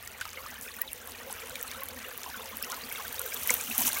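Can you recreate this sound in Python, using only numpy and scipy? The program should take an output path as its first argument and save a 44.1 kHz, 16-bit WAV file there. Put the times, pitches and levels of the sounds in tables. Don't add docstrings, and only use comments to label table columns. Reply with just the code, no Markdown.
import sys
import numpy as np
from scipy import signal
from scipy.fft import rfft, irfft, next_fast_len
from scipy.io import wavfile
from scipy.ndimage import uniform_filter1d, map_coordinates

SR = 44100
rng = np.random.default_rng(int(sys.argv[2]) if len(sys.argv) > 2 else 0)


def generate_wav(sig):
    pcm = np.round(np.clip(np.atleast_2d(sig).T, -1, 1) * 32767).astype(np.int16)
    wavfile.write(sys.argv[1], SR, pcm)


def decibels_to_gain(level_db):
    exponent = np.asarray(level_db, float) / 20
    return 10 ** exponent


N = 176400

# (time [s], gurgle level [dB], spray level [dB])
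STREAM_LEVELS = [(0, -49.5, -52.5), (2.5, -45.5, -47.5), (3.3, -46.5, -44), (4, -42, -36.5)]
# (frequency [Hz], relative power per Hz [dB])
GURGLE_SPECTRUM = [(180, -55), (300, -17), (405, -1.5), (502, -19), (613, -1.5), (1380, -3.5), (2860, -5),
                   (4910, -15), (6000, -47), (7800, -84)]
# (frequency [Hz], relative power per Hz [dB])
SPRAY_SPECTRUM = [(1760, -9.5), (3000, 1.5), (4940, -10), (5990, 2.5), (7480, -4.5), (10400, -4),
                  (14600, 3.5), (16000, -3), (16500, -43)]
# (frequency [Hz], relative power per Hz [dB])
RUMBLE_SPECTRUM = [(20, -43), (36, -8), (75, 0.5), (92, -1), (113, -9.5), (140, -10), (200, -14.5),
                   (260, -55), (440, -120)]
# (frequency [Hz], width of one pass [Hz])
TRAY_RESONANCES = [(240, 56.4), (500, 72)]
# (time [s], lower resonance [dB], upper resonance [dB])
TRAY_HUM_LEVELS = [(0, -63.5, -64.5), (1.6, -59, -52.5), (3.15, -60.5, -56.5), (3.25, -67, -43),
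                   (3.36, -58, -56), (3.64, -57.5, -51.5), (3.71, -42.5, -66), (3.765, -71, -57),
                   (3.79, -43, -57), (3.9, -48.5, -52.5), (3.94, -57, -57)]
# (time [s], click into lower resonance [dB], click into upper resonance [dB])
GRAVEL_KNOCKS = [(3.505, 7, 14.5), (3.783, 16.5, -18)]
# (time [s], level [dB], starting pitch [Hz], cycles per 20 dB of fading [-])
NEAR_BUBBLES = [(0.2125, -24, 1450, 11.5), (0.253, -23.5, 1230, 5.5), (0.3725, -26, 2070, 9.5),
                (0.436, -38, 1275, 18), (0.46, -31, 1180, 12), (0.679, -29.5, 2430, 12.5),
                (0.716, -30, 4220, 9), (0.818, -31.5, 1860, 16), (0.877, -34, 3810, 26),
                (0.916, -36, 2620, 16), (1.3, -29, 805, 6.5), (1.419, -33.5, 2300, 17),
                (1.555, -31.5, 2330, 17), (1.683, -35.5, 4000, 18), (1.817, -36, 1070, 25),
                (2.047, -32.5, 2760, 23), (2.261, -25, 980, 6.5), (2.294, -34, 904, 9),
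                (2.342, -28, 1436, 12.5), (2.396, -26.5, 1030, 5.5), (2.625, -30.5, 5220, 25),
                (2.637, -26.5, 2650, 13.5), (2.668, -36, 1270, 13), (2.698, -40, 1033, 39),
                (2.723, -33, 1407, 27), (2.773, -33, 1030, 11), (2.837, -30.5, 4600, 18),
                (2.913, -31, 2170, 19), (2.958, -25.5, 3540, 10), (2.979, -35.5, 1350, 10),
                (2.995, -30, 1060, 14.5), (3.049, -30.5, 1515, 13), (3.182, -35, 3670, 29),
                (3.202, -36.5, 1390, 25), (3.321, -29.5, 2270, 17), (3.364, -33.5, 3310, 23),
                (3.449, -30.5, 970, 6), (3.495, -7, 2070, 7), (3.505, -24, 956, 8.5), (3.712, -19, 2590, 9),
                (3.996, -26, 3740, 17), (3.966, -28, 2170, 22)]
# (time [s], peak [dB], centre frequency [Hz])
NEAR_SPLATS = [(0.0266, -26.5, 14600), (0.0753, -22.5, 7200), (0.2113, -23, 6650), (0.2, -31, 5300),
               (0.2915, -31.5, 4640), (0.331, -30, 6600), (0.505, -29, 15400), (0.612, -25.5, 9300),
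               (0.7662, -24, 14800), (0.817, -6, 14400), (0.9183, -27, 12600), (0.9311, -16.5, 10100),
               (1.074, -18, 13100), (1.12, -26.5, 4370), (1.3096, -26, 9200), (1.396, -33, 5800),
               (1.3267, -18.5, 9800), (1.458, -29, 8800), (1.4964, -23, 9300), (1.5564, -31, 12600),
               (1.6127, -21, 8750), (1.628, -14.5, 14800), (1.679, -24, 9300), (1.7144, -24, 5670),
               (1.8065, -25, 13200), (1.8348, -16, 12800), (1.857, -25, 11100), (1.8866, -23, 12700),
               (2.0847, -20, 15200), (2.177, -18, 14600), (2.2332, -24, 4900), (2.301, -24, 4200),
               (2.3356, -25, 15100), (2.4917, -24, 15300), (2.5701, -16.5, 15100), (2.6264, -13.5, 11400),
               (2.646, -22, 5470), (2.7, -22, 8200), (2.7196, -18, 4840), (2.7673, -22, 15000),
               (2.9253, -17, 11800), (3.0799, -23, 14600), (3.1276, -19, 14700), (3.144, -20, 14300),
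               (3.1942, -12, 8900), (3.2161, -15, 12100), (3.262, -15.5, 15100), (3.3022, -26, 10000),
               (3.344, -14, 13900), (3.4333, -16.5, 10700), (3.474, -10, 13400), (3.505, -4.5, 6700),
               (3.5402, -8.5, 12800), (3.6106, -17.5, 7150), (3.6591, -28, 14700), (3.7801, -4, 11600),
               (3.7874, -14, 15100), (3.807, -10, 13900), (3.819, -9, 9900), (3.851, -14, 15000),
               (3.865, -17.5, 6550), (3.8688, -9, 13300), (3.875, -16, 9100), (3.89, -15, 9450),
               (3.931, -11.5, 9600), (3.9659, -22, 14000), (3.987, -14, 14100)]
# (time [s], peak [dB], centre frequency [Hz], time to fade 60 dB [s])
BROAD_SPLASHES = [(0.2117, -26, 2200, 0.022), (0.2537, -28, 1760, 0.0095), (0.3722, -36, 1400, 0.01),
                  (0.622, -29, 13000, 0.26), (1.556, -23.5, 3200, 0.005), (3.506, -24.5, 816, 0.035),
                  (3.968, -28, 2000, 0.033)]
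# (time [s], level [dB])
POUR_LEVELS = [(3.15, -53), (3.3, -55), (3.46, -44), (3.5, -33.5), (3.56, -39), (3.6, -43.5), (3.77, -43),
               (3.785, -33.5), (3.825, -32), (3.845, -37), (3.879, -26.5), (3.91, -54), (4.0, -41)]


def unit(x):
    return x / np.sqrt(np.mean(x ** 2) + 1e-20)


def along(points, hz):
    f, value = np.transpose(points)
    return np.interp(np.log(hz + 1), np.log(f + 1), value)


def curves(rows):
    s, *columns = np.transpose(rows)
    return [np.interp(np.arange(N) / SR, s, column) for column in columns]


def wobble(rate):
    points = rng.standard_normal(int(N * rate / SR) + 400)
    return map_coordinates(points, [np.arange(N) * rate / SR])


def filtered(x, response):
    m = next_fast_len(N + SR // 2)
    return irfft(rfft(x, m) * response(np.fft.rfftfreq(m, 1 / SR)), m)[..., :N]


def rush(spectrum, patchy_db, wide=6, long=6):
    z = signal.stft(rng.standard_normal(N), nperseg=256)[2]
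    patches = uniform_filter1d(rng.standard_normal(z.shape), size=wide, axis=0)
    patches = uniform_filter1d(patches, size=long, axis=1)
    x = signal.istft(z * decibels_to_gain(patchy_db * unit(patches)), nperseg=256)[1][:N]
    return unit(filtered(x, lambda hz: decibels_to_gain(along(spectrum, hz))))


def laid(s, grains):
    at = np.round(s * SR).astype(int)[:, None] + np.arange(grains.shape[1])
    return np.bincount(at.ravel(), grains.ravel(), N + SR)[:N]


def scatter(count, level_db, spread_db):
    u, v = rng.random((count, 2)), rng.standard_normal((count, 2))
    base_db = level_db[(u[:, 0] * N).astype(int)]
    return u[:, 0] * N / SR, base_db - spread_db * np.log(1 - .97 * u[:, 1]), v.T


def bubbles(s, db, hz, cycles):
    turns = hz[:, None] * np.arange(1536) / SR
    life = turns / np.abs(cycles)[:, None]
    soft_start = 1 - np.exp(-turns / 3.98)
    shape = decibels_to_gain(db[:, None] - 20 * life) * soft_start * 1.89
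    rise = 1 + 0.045 * np.minimum(life, 3) / 2
    return laid(s, shape * np.sin(2 * np.pi * turns * rise))


def clusters(s, db, hz, cycles, count):
    u = rng.random((len(s), count, 3))
    later = s[:, None] + .014 * u[..., 0]
    pitch = hz[:, None] * 2 ** (.55 * (2 * u[..., 1] - 1))
    follower_db = db[:, None] - 9 * (.5 + u[..., 2])
    followers = bubbles(later.ravel(), follower_db.ravel(), pitch.ravel(), np.repeat(cycles, count))
    return bubbles(s, db, hz, cycles) + followers


def splats(s, db, hz, t60, octaves=0.3, size=2048):
    f, t = np.fft.rfftfreq(size, 1 / SR) + 1, np.arange(size) / SR
    centre = hz[:, None]
    band = np.exp(-.5 * (np.log2(f / centre) / octaves) ** 2)
    band = band + 0.15 * f / (f + centre / 4)
    band = band + 0.17 / (1 + (centre / f) ** 10)
    noise = irfft(rfft(rng.standard_normal((len(s), size))) * band)
    body_db = -60 * t / np.abs(t60 + 0 * s)[:, None]
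    snap = decibels_to_gain(8.5 - 60 * t / 0.00043)
    tail = decibels_to_gain(-8 + body_db / 7.7)
    burst = noise * (snap + decibels_to_gain(body_db) + tail)
    burst = burst * (1 - np.exp(-t / .0001)) * (1 - t / t[-1])
    return laid(s, decibels_to_gain(db[:, None]) * burst / np.abs(burst).max(1)[:, None])


def gurgle(level_db):
    far = decibels_to_gain(level_db - 3.5 + .8 * wobble(6)) * rush(GURGLE_SPECTRUM, patchy_db=3.5, wide=4, long=4)
    s, db, (a, b) = scatter(count=1000, level_db=level_db + 2.5, spread_db=3.0)
    hz = 450 + 1800 * np.exp(.6 * np.clip(a, -3, 1.6))
    small = clusters(s, db, hz, 10.5 * np.exp(0.35 * b), count=2)
    near = clusters(*np.transpose(NEAR_BUBBLES), count=2)
    splashes = splats(*np.transpose(BROAD_SPLASHES), octaves=1.0, size=6144)
    return far + small + near + splashes


def spray(level_db):
    hiss = decibels_to_gain(level_db - 3 + 1.2 * wobble(70)) * rush(SPRAY_SPECTRUM, patchy_db=1.5, wide=20, long=2)
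    s, db, (a, b) = scatter(count=1000, level_db=level_db + 8.0, spread_db=3.0)
    hz = np.clip(9500 * np.exp(0.55 * a), 3500, 15500)
    small = splats(s, db, hz, 0.0045 * np.exp(.5 * b), octaves=0.18, size=1024)
    near = splats(*np.transpose(NEAR_SPLATS), t60=0.0022)
    return hiss + small + near


def rumble():
    return decibels_to_gain(-61) * rush(RUMBLE_SPECTRUM, patchy_db=2.5)


def resonance(hz, width):
    return lambda f: (1j * f * width / (hz * hz - f * f + 1j * f * width)) ** 2


def tray():
    s, *blows = np.transpose(GRAVEL_KNOCKS)
    out = 0
    for (hz, width), level_db, blow_db in zip(TRAY_RESONANCES, curves(TRAY_HUM_LEVELS), blows):
        drone = 0
        for shift in (-0.057, 0.057):
            drumming = rng.standard_normal(N) * decibels_to_gain(5.4 * wobble(30))
            drone = drone + filtered(drumming, resonance(hz * (1 + shift), width))
        knocks = filtered(laid(s, decibels_to_gain(blow_db)[:, None]), resonance(hz, width))
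        out = out + decibels_to_gain(level_db) * unit(drone) + knocks
    return out


def hum():
    hz = 82 + 3 * wobble(8)
    level_db = -65.5 + 3.3 * wobble(7.15)
    return decibels_to_gain(level_db) * np.sin(2 * np.pi * np.cumsum(hz) / SR)


def slurry(pour_db):
    hiss = decibels_to_gain(pour_db + 2.2 * wobble(90)) * rush(SPRAY_SPECTRUM, patchy_db=2.5, wide=20, long=2)
    u = rng.random((260, 4))
    start, end = POUR_LEVELS[0][0], POUR_LEVELS[-1][0]
    s = start + u[:, 0] * (end - start)
    db = pour_db[(s * SR).astype(int) - 1] + 14 * u[:, 1]
    slosh = clusters(s, db - 12, 600 * 6 ** u[:, 3], 8 + 0 * s, count=1)
    spatter = splats(s, db, 6500 + 8500 * u[:, 2], t60=0.0054, size=1024)
    return hiss + slosh + spatter


def scene():
    flutter_db = .9 * wobble(14)
    gurgle_db, spray_db = (level_db + flutter_db for level_db in curves(STREAM_LEVELS))
    quiet_before = [(POUR_LEVELS[0][0] - .2, -90)]
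    pour_db, = curves(quiet_before + POUR_LEVELS)
    water = gurgle(gurgle_db) + spray(spray_db)
    mix = water + rumble() + tray() + hum() + slurry(pour_db)
    return mix[None]


def roll_off(x):
    return signal.sosfilt(signal.butter(12, 16970, fs=SR, output="sos"), x)


def record(dry):
    mix = filtered(dry, lambda hz: hz < 15950)
    return roll_off(mix)


dry = scene()
out = record(dry)
generate_wav(out)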